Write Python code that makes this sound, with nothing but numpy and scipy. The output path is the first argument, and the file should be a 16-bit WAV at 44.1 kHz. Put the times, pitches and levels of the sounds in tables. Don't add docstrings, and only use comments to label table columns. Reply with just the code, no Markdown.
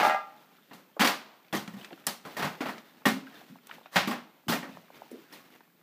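import sys
import numpy as np
from scipy import signal
from scipy.fft import rfft, irfft
from scipy.io import wavfile

SR = 44100
rng = np.random.default_rng(int(sys.argv[2]) if len(sys.argv) > 2 else 0)


def transcribe(u):
    v = np.clip(np.atleast_2d(u).T, -1, 1)
    q = np.round(v * 32767).astype(np.int16)
    wavfile.write(sys.argv[1], SR, q)


N = 257014
T = np.arange(int(SR * .6)) / SR
FRAME_HZ = np.fft.rfftfreq(8192, 1 / SR)
EDGE_HZ = 15450

# f/Hz, level/dB
HISS_SPECTRUM = [(18, -68), (30, -44.5), (117, -23), (156, -1.5), (202, -5), (237, -5.5), (307, -9.5),
                 (518, -16), (1330, -19), (9940, -30.5), (13300, -25), (14300, -19.5), (15500, -26)]
# f/Hz, t60/s
EARLY_DECAY = [(120, 0.34), (240, 0.33), (500, 0.29), (1000, 0.26), (2500, 0.3), (6000, 0.28),
               (14000, 0.24)]
LATE_DECAY = [(120, 0.63), (240, 0.73), (500, 0.96), (1500, 0.73), (4000, 0.76), (14000, 0.39)]
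# t/s, ring/dB, knock/dB, crack/dB
BOUNCES = [(0.001, -31.5, -22.5, -37), (0.031, -20, -50.5, -36.5), (0.043, -30.5, -44.5, -52),
           (0.050, -21.5, -27, -41.5), (0.062, -27, -30, -39), (0.097, -22.5, -43, -73.5),
           (0.110, -30, -36.5, -57), (0.146, -27, -47.5, -60)]
# f/Hz, level/dB, t60/s
HOLLOW_MODES = [(622, 1.5, 0.18), (706, -5, 0.26), (784.6, 6, 0.15), (840.3, 6, 0.17), (880, -5, 0.18),
                (940, -9, 0.17), (1205, 0, 0.3), (1338, -0.5, 0.34), (1372, -6.5, 0.35), (1637, -9, 0.31),
                (1888, -12.5, 0.44), (2046, -14.5, 0.27), (2062, -11, .26), (2490, -19, 0.28),
                (2760, -16, .24), (2820, -25, 0.18), (3580, -21.5, .22)]
BOTTLE_MODES = [(565, -2.5, 0.29), (811, 1, 0.21), (1167, -0.5, 0.15), (1294, -12, 0.061),
                (1806, 2.5, 0.17), (1889, 7, .12), (2117, -4.5, 0.29), (2820, -0.5, 0.069),
                (3290, -6, 0.15), (3970, -16, .14)]
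FLOOR_MODES = [(156, -7, 0.054), (191.5, -0.5, 0.094), (215, 1, 0.11), (249, -1.5, 0.08), (385, -15, 0.078)]
# f/Hz, level/dB
KNOCK_SPECTRUM = [(40, -20.5), (100, -26.5), (180, -6), (300, -4.5), (470, -4), (720, 1.5), (1200, 1.5),
                  (2000, -3.5), (3200, -9), (5000, -15.5), (8000, -29), (15000, -44.5)]
CRACK_SPECTRUM = [(100, -38.5), (1200, -15.5), (2800, 1.5), (4500, 2.5), (6500, -2), (9500, -6),
                  (12000, -3.5), (15000, -2)]
CLOTH_SPECTRUM = [(60, -17.5), (220, 6.5), (450, 0.5), (900, -3), (1800, -3.5), (3500, -7.5), (6000, -15.5),
                  (9500, -22.5), (15000, -14.5)]
# peak t/s, level/dB, fall/(dB/s)
CLOTH_MOVES = [(0.79, -57.5, 87), (1.79, -52.5, 30), (2.33, -50, 16), (2.76, -52, 77), (3.35, -50.5, 56),
               (3.748, -51, 98), (4.74, -55.5, 50), (4.97, -54, 22), (5.358, -51.5, 75), (5.54, -56, 118)]
# t/s, level/dB
CLOTH_STIR = [(0, -61.5), (1.3, -66), (5.83, -70)]
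# t/s, level/dB, centre f/Hz, width/octaves, t60/s
CLOSE_TAPS = [(0.966, -44.5, 590, 0.65, 0.083), (1.074, -33.5, 4480, 0.52, 0.021),
              (1.677, -47, 1570, 1.1, 0.024), (1.812, -54.5, 3030, 0.13, .03),
              (1.846, -47.5, 1690, 1.15, 0.042), (1.908, -51.5, 596, 0.53, 0.053),
              (1.923, -45, 298, 0.76, 0.06), (1.929, -53.5, 2010, 0.66, .03),
              (2.0676, -31.5, 7500, 0.9, 0.015), (2.072, -34.5, 4000, 2.2, 0.01),
              (2.781, -51.5, 1200, 1.35, 0.061), (3.267, -51.5, 1470, 0.19, 0.057),
              (3.496, -45.5, 215, 0.41, 0.31), (3.557, -57, 765, 0.5, 0.016), (3.671, -55, 3000, 4, 0.013),
              (3.695, -52, 900, 0.6, 0.037), (3.712, -45, 1780, 0.55, 0.027),
              (3.859, -50.5, 970, 0.99, 0.05), (4.468, -46.5, 230, 0.6, 0.094),
              (4.771, -49.5, 780, 0.63, 0.0069), (4.903, -55, 710, 0.66, 0.023),
              (5.019, -47.5, 776, 0.42, 0.012), (5.115, -41, 348, 0.43, 0.24), (5.114, -60, 6000, 3, 0.06),
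              (5.607, -58.5, 646, 1.06, 0.027)]
# t/s, shell knock/dB, floor thud/dB, crack/dB, ring/dB re knock, floor pitch factor
IMPACTS = [ (0.711, -49.5, -51, -79, -8, 1.14), (0.732, -57, -59, -54, -2, 1.1),
           (0.995, -25, -33, -34, -19, 1.08), (1.006, -22.5, -27, -29.5, -8, 1.175),
           (1.018, -24, -35, -37.5, -21, 1.45), (1.046, -22.5, -34.5, -30, -16, 1.27),
           (1.074, -26.5, -40, -31.5, -7, 1.05), (1.527, -32.5, -36, -40.5, -10, 0.84),
           (1.535, -33, -35, -49, -11, 1.6), (1.549, -38, -33, -37, -3, 0.92),
           (2.0687, -35, -41.5, -33.5, -6.5, 1.06), (2.251, -40.5, -51, -52.5, -26, 0.86),
           (2.368, -34.5, -58, -41.5, -5.5, .8), (2.392, -33, -38, -43, -18, 0.92),
           (2.424, -28.5, -37.5, -40.5, -10, 0.79), (2.446, -35.5, -32.5, -44.5, -11, 0.89),
           (2.606, -32.5, -33.5, -47, -19, 1.3), (2.657, -33.5, -41, -50, -15, 1.16),
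           (2.686, -37, -40, -48.5, -7.5, 1.07), (3.0549, -25.5, -33, -31, 2.5, 1.17),
           (3.063, -29, -21, -33.5, -17, 1.106), (3.959, -20, -28, -32.5, -6.5, 0.936),
           (4.074, -33, -28, -39.5, -8.5, 1.12), (4.110, -32, -42.5, -45.5, -12.5, 1),
           (4.483, -31, -30.5, -34, -31, 0.85), (4.493, -33, -28, -33.5, -24, 1.12),
           (4.521, -29, -37.5, -36.5, -5.5, 0.98), (4.532, -36, -37, -40.5, -9, 1.2),
           (4.629, -41.5, -43, -59, -4, 1.23), (5.326, -55.5, -59, -50.5, 0, 1.25)]
# first bump t/s, thud/dB, loss per bump/dB
ROCKS = [(1.678, -40, 2.5), (3.13, -42, 20), (4.165, -57, 9), (4.69, -47, 5.5)]


def amp(db):
    return 10 ** (np.asarray(db) / 20)


def value_at(points, hz):
    f, value = np.transpose(points)
    return np.interp(np.log(hz + 1), np.log(f + 1), value)


def unit_rms(x):
    return x / np.sqrt(np.mean(x ** 2) + 1e-20)


def at_level(x, db):
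    return amp(db) * x / np.sqrt(np.sum(x ** 2) / (.025 * SR) + 1e-20)


def add(mix, s, sound):
    part = mix[max(round(s * SR), 0):][:len(sound)]
    part += sound[:len(part)]


def through(x, response):
    return signal.fftconvolve(x, response)[:len(x)]


def click(gain_db):
    log_gain = np.log(amp(np.maximum(gain_db, -90)))
    mirrored = np.r_[log_gain, log_gain[-2:0:-1]]
    spectrum = np.exp(np.conj(signal.hilbert(mirrored)))
    return np.fft.ifft(spectrum).real[:len(gain_db) // 2]


def ring(modes, spread_db, detune, pitch=1, scatter=1):
    hz, db, t60 = np.transpose(modes)[:, :, None]
    size, shift, turn = rng.standard_normal((3, len(modes), 1))
    phase = 2 * np.pi * (pitch * hz * (1 + detune * shift) * T + scatter * turn)
    decay = np.exp(-np.log(1000) * T / t60)
    return (amp(db + spread_db * size) * decay * np.sin(phase)).sum(0)


def noise(points):
    gain = amp(value_at(points, np.fft.rfftfreq(N, 1 / SR)))
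    return unit_rms(irfft(rfft(rng.standard_normal(N)) * gain, N))


def wander(per_s):
    t = np.arange(N) / SR
    knots = np.arange(0, t[-1] + 1, 1 / per_s)
    return unit_rms(np.interp(t, knots, rng.standard_normal(len(knots))))


def noise_floor(hiss_db=-67.5, whine_hz=14230, whine_db=-77, drift_hz=45, fuzz_hz=70):
    pitch = whine_hz + drift_hz * wander(per_s=9) + fuzz_hz * wander(per_s=400)
    whine = unit_rms(np.sin(2 * np.pi * np.cumsum(pitch) / SR))
    return amp(hiss_db) * noise(HISS_SPECTRUM) + amp(whine_db) * whine


def bedroom(linger_db=-21, grain=0.56, build_s=0.0014):
    sign, size = rng.standard_normal((2, len(T)))
    hz, t, bands = signal.stft(sign * np.exp(grain * size), SR, nperseg=256)
    early = np.exp(-np.log(1000) * t / value_at(EARLY_DECAY, hz)[:, None])
    late = np.exp(-np.log(1000) * t / value_at(LATE_DECAY, hz)[:, None])
    tail = signal.istft(bands * np.hypot(early, amp(linger_db) * late), SR)[1][:len(T)]
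    tail *= 1 - np.exp(-T / build_s)
    return tail / np.linalg.norm(tail)


def to_mic(walls, direct_db):
    return walls + amp(direct_db) * (T == 0)


def clatter(ring_room_db=-5, radiate_hz=560):
    out = np.zeros(N)
    shell = click(value_at(KNOCK_SPECTRUM, FRAME_HZ))
    plastic = click(value_at(CRACK_SPECTRUM, FRAME_HZ) - FRAME_HZ / 3000)
    radiate = signal.butter(4, radiate_hz, "high", fs=SR, output="sos")
    for s, ring_db, knock_db, crack_db in BOUNCES:
        walls = bedroom()
        path = to_mic(walls, direct_db=-10.5)
        tone = signal.sosfilt(radiate, ring(HOLLOW_MODES, spread_db=2.8, detune=0.0014, scatter=0))
        tone = at_level(tone + amp(ring_room_db) * through(walls, tone), ring_db)
        knock = at_level(through(path, shell), knock_db)
        crack = at_level(through(path, plastic), crack_db)
        add(out, s, tone + knock + crack)
    return out


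def movement_db(rise_db_per_s=112):
    t = np.arange(N) / SR
    moves = [db - np.maximum(rise_db_per_s * (s - t), fall * (t - s)) for s, db, fall in CLOTH_MOVES]
    stir = np.interp(t, *np.transpose(CLOTH_STIR))
    return np.max(moves + [stir], axis=0)


def rustle(trim_db=-0.5, clump_db=1.5, grain_db=2, catch_db=-7, catches_per_s=60, cycles=4.2, pitches=24):
    hiss = noise(CLOTH_SPECTRUM)
    flicker_db = clump_db * wander(per_s=30) + grain_db * wander(per_s=870)
    hiss = unit_rms(hiss * amp(flicker_db))
    catches = np.zeros(N)
    for hz in np.geomspace(250, 3600, pitches):
        train = (rng.random(N) < catches_per_s / pitches / SR) * rng.uniform(0.47, 1, N)
        catches += through(train, tick(hz, cycles, db=0))
    catches = unit_rms(through(catches, to_mic(bedroom(), direct_db=-4)))
    return amp(movement_db() + trim_db) * (hiss + amp(catch_db) * catches)


def tick(hz, cycles, db):
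    return at_level(np.sin(2 * np.pi * hz * T) * np.exp(-T * hz / cycles), db)


def tap(db, hz, width, t60, skirt_db=-32, room_db=-13):
    touch = (T == 0) + .55 * rng.standard_normal(len(T)) * np.exp(-np.log(1000) * T / t60)
    octaves = np.log2((FRAME_HZ + 1) / hz)
    colour = np.exp(-.5 * (octaves / width) ** 2) + amp(skirt_db) / (1 + abs(octaves))
    direct = through(touch, click(20 * np.log10(colour)))
    return at_level(direct + amp(room_db) * through(bedroom(), direct), db)


def handling(faint_per_s=6, faint_db=-3, faint_hz=1300, scatter_octaves=0.84):
    out, level_db = np.zeros(N), movement_db()
    for s, db, hz, width, t60 in CLOSE_TAPS:
        add(out, s, tap(db, hz, width, t60))
    for at in np.flatnonzero(rng.random(N) < faint_per_s / SR):
        hz = faint_hz * 2 ** (scatter_octaves * rng.standard_normal())
        add(out, at / SR, tap(level_db[at] + faint_db, hz, width=0.57, t60=0.025))
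    return out


def landings(crinkle_db=-6, slosh_s=0.07, slosh_db=-20):
    out = np.zeros(N)
    for s, knock_db, thud_db, crack_db, ring_db, floor_pitch in IMPACTS:
        add(out, s, impact(knock_db, thud_db, crack_db, ring_db, floor_pitch))
        add(out, s, at_level(crinkle(), crack_db + crinkle_db))
        add(out, s + slosh_s * rng.uniform(0.66, 1.2), amp(thud_db + slosh_db) * thud(floor_pitch))
    return out


def impact(knock_db, thud_db, crack_db, ring_db, floor_pitch, middling_db=-27.5):
    octaves = np.log2(np.clip(FRAME_HZ, 300, 5000) / 1200)
    tilt = max(0.33 * (knock_db - middling_db), -3)
    shell = click(value_at(KNOCK_SPECTRUM, FRAME_HZ) + tilt * octaves)
    plastic = click(value_at(CRACK_SPECTRUM, FRAME_HZ))
    knock = at_level(through(to_mic(bedroom(), direct_db=-15.5), shell), knock_db)
    tone = at_level(ring(BOTTLE_MODES, spread_db=0, detune=0.0036), knock_db + ring_db)
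    crack = at_level(through(to_mic(bedroom(), direct_db=-14), plastic), crack_db)
    return knock + tone + crack + amp(thud_db) * thud(floor_pitch)


def thud(floor_pitch, rise_s=0.0062, room_db=-4):
    floor = ring(FLOOR_MODES, spread_db=3.5, detune=0.048, pitch=floor_pitch, scatter=0)
    floor *= 1 - np.exp(-T / rise_s)
    echo = at_level(through(bedroom(), floor), room_db)
    return at_level(at_level(floor, 0) + echo, 0)


def crinkle(count=5, gap_s=0.016, centre_hz=3100, octaves=0.5, spread_db=4, fade_db_per_s=170):
    out, s = np.zeros(len(T)), 0
    for pitch, size, wait in rng.standard_normal((count, 3)):
        hz = min(centre_hz * 2 ** (octaves * pitch), EDGE_HZ)
        add(out, s, tick(hz, cycles=16, db=spread_db * size - s * fade_db_per_s))
        s += gap_s * abs(wait)
    return out


def rocking(count=4, first_gap_s=0.058, gap_shrink=0.52):
    out = np.zeros(N)
    for s, first_db, loss_db in ROCKS:
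        for k in range(count):
            db = first_db - k * loss_db
            bump = impact(knock_db=db - 10.5, thud_db=db, crack_db=db - 17, ring_db=-4, floor_pitch=0.96)
            add(out, s, bump)
            s += first_gap_s * gap_shrink ** k
    return out


def slide(start_s=3.91, end_s=3.959, onset_s=0.017, squeak_db=-5):
    t = np.arange(N) / SR
    gate = np.clip((t - start_s) / onset_s, 0, 1) * (t < end_s)
    push = amp(np.interp(t, [start_s, end_s], [-57, -37])) * gate
    modes = ring(BOTTLE_MODES, spread_db=1, detune=.005)
    squeak = unit_rms(through(rng.standard_normal(N), modes))
    scuff = push * (noise(KNOCK_SPECTRUM) + amp(-2) * noise(CRACK_SPECTRUM) + amp(squeak_db) * squeak)
    return through(scuff, to_mic(bedroom(), direct_db=0)) / np.sqrt(2)


def scene():
    mono = landings() + rocking() + clatter() + slide() + rustle() + noise_floor() + handling()
    return np.array([mono, mono])


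def record(dry, low_cut_hz=125):
    thin = signal.sosfilt(signal.butter(2, low_cut_hz, "high", fs=SR, output="sos"), dry)
    high_cut = signal.firwin(511, EDGE_HZ, window=("kaiser", 8), fs=SR)
    return signal.oaconvolve(thin, high_cut[None], "same", axes=1)


dry = scene()
out = record(dry)
transcribe(out)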